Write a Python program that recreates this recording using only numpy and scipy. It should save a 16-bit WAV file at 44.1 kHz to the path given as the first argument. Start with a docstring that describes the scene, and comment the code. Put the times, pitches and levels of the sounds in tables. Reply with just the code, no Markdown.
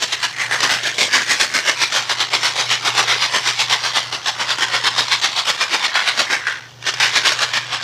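"""A handful of dry kibble is shaken in a capped plastic bottle, close to the microphone.
About eight times a second the heap lands: a shower of random impacts excites the wall's short modes,
with another ring each time, and pellets tumble between. They settle once in a short pause near 6.5 s,
then the shaking goes on to the end. Filtered noise gives the air's tail and a quiet yard;
wavering sines give a faint, uneven mains hum and drone that nearly vanish near 5.7 s."""
import sys
import numpy as np
from scipy import signal
from scipy.fft import rfft, irfft
from scipy.io import wavfile
from scipy.ndimage import uniform_filter1d

SR = 44100
rng = np.random.default_rng(int(sys.argv[2]) if len(sys.argv) > 2 else 0)


def to_wav(s):
    """Save 16-bit WAV."""
    ch = np.atleast_2d(s).T  # columns
    pcm = np.round(np.clip(ch, -1, 1) * 32767)  # PCM
    wavfile.write(sys.argv[1], SR, pcm.astype(np.int16))


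N = 345303
TIME = np.arange(N) / SR
GRID_HZ = np.arange(40, 16000, 40)

# landings of the heap on the wall: first contact_s, relative level_db, crest_delay_s, fall_s,
# abruptness (0-1)
LANDINGS = [(0.022, -15.5, 0.01, 0.01, 0.63), (0.122, -16.5, 0.012, 0.0099, 0.8),
            (0.228, -15, 0.017, 0.01, 0.8), (0.384, -17.5, 0.031, 0.024, 0.4),
            (0.511, -15, 0.02, 0.026, 0.6), (0.628, -12.0, 0.011, 0.02, 0.5),
            (0.691, -14, 0.024, 0.031, 0.46), (0.833, -16.5, 0.035, 0.025, 0.74),
            (0.982, -12, 0.033, 0.025, 0.6), (1.128, -10.5, 0.019, 0.029, 0.4),
            (1.296, -12, 0.0165, 0.02, 0.0), (1.399, -13, 0.022, 0.014, 0.8),
            (1.54, -14, 0.019, 0.019, 0.88), (1.663, -13, 0.022, 0.02, 0.07),
            (1.811, -13.5, 0.013, 0.018, 0.0), (1.922, -13.5, 0.042, 0.021, 0.63),
            (2.094, -15.5, 0.021, 0.011, 0.9), (2.202, -14.5, 0.0058, 0.019, 0.6),
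            (2.333, -12.5, 0.013, 0.013, 0.7), (2.44, -13.5, 0.014, 0.024, 0.0),
            (2.558, -15.5, 0.041, 0.022, 0.65), (2.702, -13.0, 0.016, 0.02, 0.35),
            (2.849, -13, 0.026, 0.015, 0.5), (2.972, -10.5, 0.017, 0.02, 0.2),
            (3.079, -12.5, 0.024, 0.033, 0.7), (3.221, -13, 0.01, 0.021, 0),
            (3.341, -12.5, 0.013, 0.02, 0.2), (3.455, -13.5, 0.023, 0.022, 0.2),
            (3.591, -13.5, 0.017, 0.016, 0.57), (3.698, -12.0, 0.03, 0.016, 0.53),
            (3.836, -16, 0.019, 0.024, 0.36), (3.954, -13.0, 0.016, 0.016, 0.36),
            (4.124, -20.5, 0.026, 0.011, 0.5), (4.258, -14.5, 0.028, 0.0088, 0.57),
            (4.396, -17.5, 0.014, 0.02, 0.55), (4.49, -15.0, 0.019, 0.016, 0.0),
            (4.605, -13, 0.025, 0.011, 0.05), (4.732, -14.5, 0.013, 0.021, 0.35),
            (4.839, -11.5, 0.034, 0.0079, 0.36), (4.978, -13, 0.013, 0.019, 0.2),
            (5.114, -12, 0.014, 0.015, 0.6), (5.238, -12, 0.0083, 0.016, 0.2),
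            (5.361, -15, 0.029, 0.012, 0.57), (5.472, -13.0, 0.026, 0.0087, 0.45),
            (5.606, -14, 0.015, 0.012, 0.5), (5.73, -13, 0.014, 0.012, 0.05),
            (5.83, -13.5, 0.02, 0.014, 0.07), (5.942, -14.5, 0.025, 0.037, 0.46),
            (6.068, -13.5, 0.012, 0.021, 0.4), (6.192, -12.0, 0.006, 0.016, 0.6),
            (6.301, -13.5, 0.03, 0.018, 0.67), (6.467, -22, 0.011, 0.051, 0.2),
            (6.865, -14.5, 0.021, 0.0095, 0.6), (7, -12, 0.029, 0.034, 1.0),
            (7.147, -10.5, 0.022, 0.014, 0), (7.248, -10.5, 0.023, 0.022, 0.4),
            (7.405, -13, 0.027, 0.0092, 0.2), (7.534, -14.5, 0.038, 0.0083, 0.99),
            (7.725, -18, 0.012, 0.021, 0), (7.813, -17.5, 0.033, 0.008, 0)]


def undb(db):
    """The decibel is logarithmic: 20 dB is a factor of ten in amplitude."""
    return 10 ** (np.asarray(db) / 20)


def unit(x):
    """Energy normalization: scale so that the squares sum to one."""
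    return x / np.sqrt(np.sum(x ** 2))


def curve(rows):
    """Linear interpolation in time: join (s, value) rows by straight lines."""
    return np.interp(TIME, *np.transpose(rows))


def spectrum(points):
    """Logarithmic frequency scale: join (Hz, dB) points by straight lines on it."""
    hz, db = np.transpose(points)
    return np.interp(np.log(GRID_HZ), np.log(hz), db)


def walk(rate):
    """Slow random fluctuation: normal values at the rate in Hz, joined by straight lines."""
    knots = np.arange(0, N / SR + 1, 1 / rate)
    return np.interp(TIME, knots, rng.standard_normal(len(knots)))


def burst(t60, size=3072):
    """High modal density: crowded modes act as noise that falls 60 dB in t60 seconds."""
    age = np.arange(size) / SR
    decay = np.exp(-np.log(1000) * age / t60)
    return unit(rng.standard_normal(size) * decay)


def colour(x, db, size=1024):
    """Minimum-phase filtering: a causal response of unit energy, shaped by a gain in dB on GRID_HZ."""
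    gain = undb(np.interp(np.fft.rfftfreq(size, 1 / SR), GRID_HZ, db))
    # folding the cepstrum onto positive times makes the response causal
    cepstrum = irfft(np.log(gain))[:size // 2]
    cepstrum[1:] *= 2
    response = unit(irfft(np.exp(rfft(cepstrum, size))))
    return signal.fftconvolve(x, response)[:len(x)]


def swell(lag, rise, fall):
    """Growth and decay of power: rises to one at lag zero and drains away."""
    shape = 1.346  # 1 = pointed crest, 2 = rounded
    return np.exp(-np.abs(lag / np.where(lag < 0, rise, fall)) ** shape)


def heap_power():
    """Superposed impact power: a few pellets lead, a front arrives at once, the rest swells; some tumble on."""
    rise_s, rise_per_delay = .014, .15  # a heap that arrives spread out swells more slowly
    tumble_db, tumble_rise_s, tumble_fall_s = -13, .028, 0.11  # loose pellets set rolling
    lead_db, front_db, front_s = -7, 1, 0.0052  # for a fully abrupt landing
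    power = np.full(N, 1e-8)
    for contact, db, delay, fall, abrupt in LANDINGS:
        near = slice(max(0, int((contact - .15) * SR)), int((contact + .6) * SR))
        age = TIME[near] - contact
        lead = undb(lead_db * abrupt * (age < 0)) ** 2
        shower = swell(age - delay, rise_s + rise_per_delay * delay, fall) * lead
        front = (abrupt * undb(front_db)) ** 2 * (age > 0) * np.exp(-np.abs(age) / front_s)
        tumble = swell(age - delay, tumble_rise_s, tumble_fall_s) * undb(tumble_db) ** 2
        power[near] += undb(db) ** 2 * (front + shower + tumble)
    return power


def impacts(power, full_rate, crowding, scatter_db, even_s, first_db, clack_db, stray_rate, stray_db):
    """Random point process: a harder landing brings more and stronger blows, and stray pellets stand out."""
    # short clacks, loud and soft, within and between the landings: time_s, relative level_db
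    clacks = [(0.406, -26), (0.443, -23), (0.605, -13.5), (1.219, -16.5), (1.411, -11), (1.695, -10.5),
              (1.835, -12.5), (2.951, -19.5), (3.617, -22), (4.585, -17.5), (5.083, -18.5), (5.5, -13),
              (5.955, -10.5), (6.087, -13.5), (6.469, -16), (6.482, -18), (6.524, -21.5), (6.826, -29.5),
              (6.939, -20), (7.035, -20), (7.32, -15), (7.39, -18)]
    rate = full_rate * (power / power.max()) ** crowding  # blows per second
    hits = (rng.random(N) < rate / SR) * undb(scatter_db * rng.standard_normal(N))
    # the pellets share the heap's momentum, so a hard hit leaves less for its neighbours
    width = int(even_s * SR) + 1
    share = uniform_filter1d(uniform_filter1d(hits ** 2, width), width)
    hits *= np.sqrt(power / (np.abs(share) + 1e-6))
    # strays fly freely while the heap is off the wall
    airborne = power < np.mean(power)
    strays = rng.random(N) < stray_rate / SR
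    hits += strays * airborne * np.sqrt(power) * undb(stray_db)
    # first contact of each landing
    for contact, db, _, _, abrupt in LANDINGS:
        hits[int(contact * SR)] += abrupt * undb(db + first_db)
    for s, db in clacks:
        hits[int(s * SR)] += undb(db + clack_db)
    return hits


def landing_spectrum(s, vary_db, vary_hz, peak_db, width_hz):
    """Load-dependent resonance: the heap loads the wall where it lands, so each landing rings differently."""
    # what the bottle radiates when struck: frequency_hz, relative density_db (per Hz)
    bottle = [(60, -43), (140, -24.5), (420, -12), (590, -10.5), (790, -4), (1030, -0.26), (1300, -4),
              (1600, -2.4), (2650, -4), (3300, -1.5), (5700, -6), (8400, -20), (11500, -32.5),
              (15000, -40.5)]
    # centres of thump, base ring, side-wall ring, pellet contact and crisp edge: frequency_hz
    region_hz = [420, 950, 1850, 3700, 8000]
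    # ring as the bottle tilts and the heap lands elsewhere, before chance variation:
    # time_s, base_ring_db, side_ring_db, thump_and_crisp_db, side_ring_hz
    wall_ring = [(0.0, -8, 1, 0, 1920), (0.45, 1.5, 9.5, 5, 1750), (0.87, -0.5, 5.5, 3, 1730),
                 (1.01, -8, -2.5, 0.5, 2330), (1.16, -6, 9, 3.5, 1670), (1.55, -3.5, 4.5, 3.5, 2300),
                 (2.1, 0.5, -1.5, -2, 2110), (3.3, 0, 0.5, 0, 2070), (4.0, 0.5, -2, -3, 1970),
                 (4.9, 0, -2.5, -3.5, 1840), (5.701, 2, 1.5, 0.5, 2350), (5.97, 0, 6, -2.5, 1610),
                 (6.25, -2.5, 3, -2, 2330), (6.5, 4, 12, -0.5, 1530), (6.9, -5.5, 2.5, -1, 1650),
                 (7.8, 2.5, 3.5, -2, 1680)]
    thump_db = 1.4  # the thump's lead over the crisp edge, before chance variation
    times, *columns = np.transpose(wall_ring)
    base, side, crisp, side_hz = (np.interp(s, times, column) for column in columns)
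    chance = rng.standard_normal(len(region_hz) + 1)
    region_db = np.array([thump_db + crisp, base, side, 0, crisp]) + vary_db * chance[1:]
    peak_hz = side_hz + vary_hz * chance[0]
    peak = peak_db / (1 + (2 * (GRID_HZ - peak_hz) / width_hz) ** 2)
    return spectrum(bottle) + spectrum(list(zip(region_hz, region_db))) + peak


def spot_ring(wall_db, spot_db, width_hz, crack_t60, ring_t60, ring_db, count=200):
    """Position-dependent modal excitation: a spot favours its own modes in a crack and a short ring."""
    favour = np.interp(GRID_HZ / width_hz, np.arange(count), rng.standard_normal(count))
    decay = burst(crack_t60) + undb(ring_db) * burst(ring_t60)
    return unit(colour(decay, wall_db + spot_db * favour))


def rattle(hits, count=8):
    """Impulse-response convolution: in each shake the pellets strike a fresh handful of wall spots."""
    spot = rng.integers(0, count, N)
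    crests = np.array([contact + delay for contact, _, delay, *_ in LANDINGS])
    # each shake extends halfway to its neighbours' crests
    edges = np.r_[0, (crests[:-1] + crests[1:]) / 2 * SR, N].astype(int)
    out = np.zeros(N + SR)
    for crest, start, end in zip(crests, edges, edges[1:]):
        wall_db = landing_spectrum(crest, vary_db=1, vary_hz=109, peak_db=4.5, width_hz=310)
        for k in range(count):
            ring = spot_ring(wall_db, spot_db=4.5, width_hz=200, crack_t60=0.012, ring_t60=0.037, ring_db=3.0)
            spot_hits = hits[start:end] * (spot[start:end] == k)
            sound = signal.fftconvolve(spot_hits, ring)
            out[start:start + len(sound)] += sound
    return out[:N]


def snap(hits, power, hardening, t60, edge_hz):
    """Contact time sets bandwidth: faster pellets touch more briefly, so a landing's crest is brightest."""
    hard = hits * (power / power.max()) ** hardening
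    band = signal.butter(2, [min(edge_hz, 9000), 11000], "band", fs=SR, output="sos")
    bright = signal.sosfilt(band, burst(t60))
    return signal.fftconvolve(hard, unit(bright))[:N]


def bottle_air(wall):
    """Reverberation: the air inside the bottle rings on as a decaying tail of the wall's sound."""
    return signal.fftconvolve(wall, burst(t60=0.21, size=16384))[:N]


def hum(hum_db, drone_db):
    """Frequency and amplitude modulation: an uneven mains hum wavers, with a weaker drone just above it."""
    # shared level of hum and drone before their wavering and gains: time_s, relative level_db
    hum_levels = [(0.1, -52), (0.6, -44), (1.1, -48.5), (1.7, -52), (2.3, -45), (3.0, -45.5), (3.7, -45),
                  (4.3, -49.5), (5.0, -44), (5.4, -53), (5.7, -71), (6.1, -54), (6.5, -53), (6.9, -45.5),
                  (7.6, -44)]
    mains_hz = 120.0 + 0.48 * walk(7.1)
    mains = np.sin(2 * np.pi * np.cumsum(mains_hz) / SR) * undb(hum_db + 2.8 * walk(10))
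    drone_hz = 146.0 + 2.4 * walk(9)
    drone = np.sin(2 * np.pi * np.cumsum(drone_hz) / SR) * undb(drone_db + 1.9 * walk(4.6))
    # the root of two gives a sine of unit amplitude an rms of one
    return np.sqrt(2) * undb(curve(hum_levels)) * (mains + drone)


def quiet_yard():
    """Spectral shaping of noise: steady random sound takes the colour of a quiet yard."""
    # quiet yard: frequency_hz, relative density_db (per Hz)
    yard_points = [(20, -28), (50, -19.5), (105, 2.5), (150, -6.5), (250, -8.5), (700, -5.5), (2000, -15.5),
                   (6000, -16), (9000, -34), (15000, -34)]
    return colour(rng.standard_normal(N), spectrum(yard_points), size=4096)


def scene():
    """Linear superposition: the rattling wall and the air ringing inside it, over the hum and the yard."""
    power = heap_power()
    hits = impacts(power, full_rate=2100, crowding=.25, scatter_db=4.5, even_s=0.0094, first_db=20,
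                   clack_db=23.5, stray_rate=6, stray_db=26)
    edge = snap(hits, power, hardening=0.45, t60=.014, edge_hz=6000)
    wall = undb(0.6) * rattle(hits) + undb(-23) * edge
    air = undb(-15.5) * bottle_air(wall)
    yard = undb(-45.5) * quiet_yard()
    return (wall + air + hum(hum_db=0.1, drone_db=-9) + yard)[None]


def record(dry):
    """Saturation and band limiting: the microphone rounds the tallest peaks and the top is cut."""
    ceiling, top_hz = 1.4, 15200
    rounded = ceiling * np.tanh(dry / ceiling)
    return signal.sosfilt(signal.ellip(10, .2, 90, top_hz, fs=SR, output="sos"), rounded)


dry = scene()
out = record(dry)
to_wav(out)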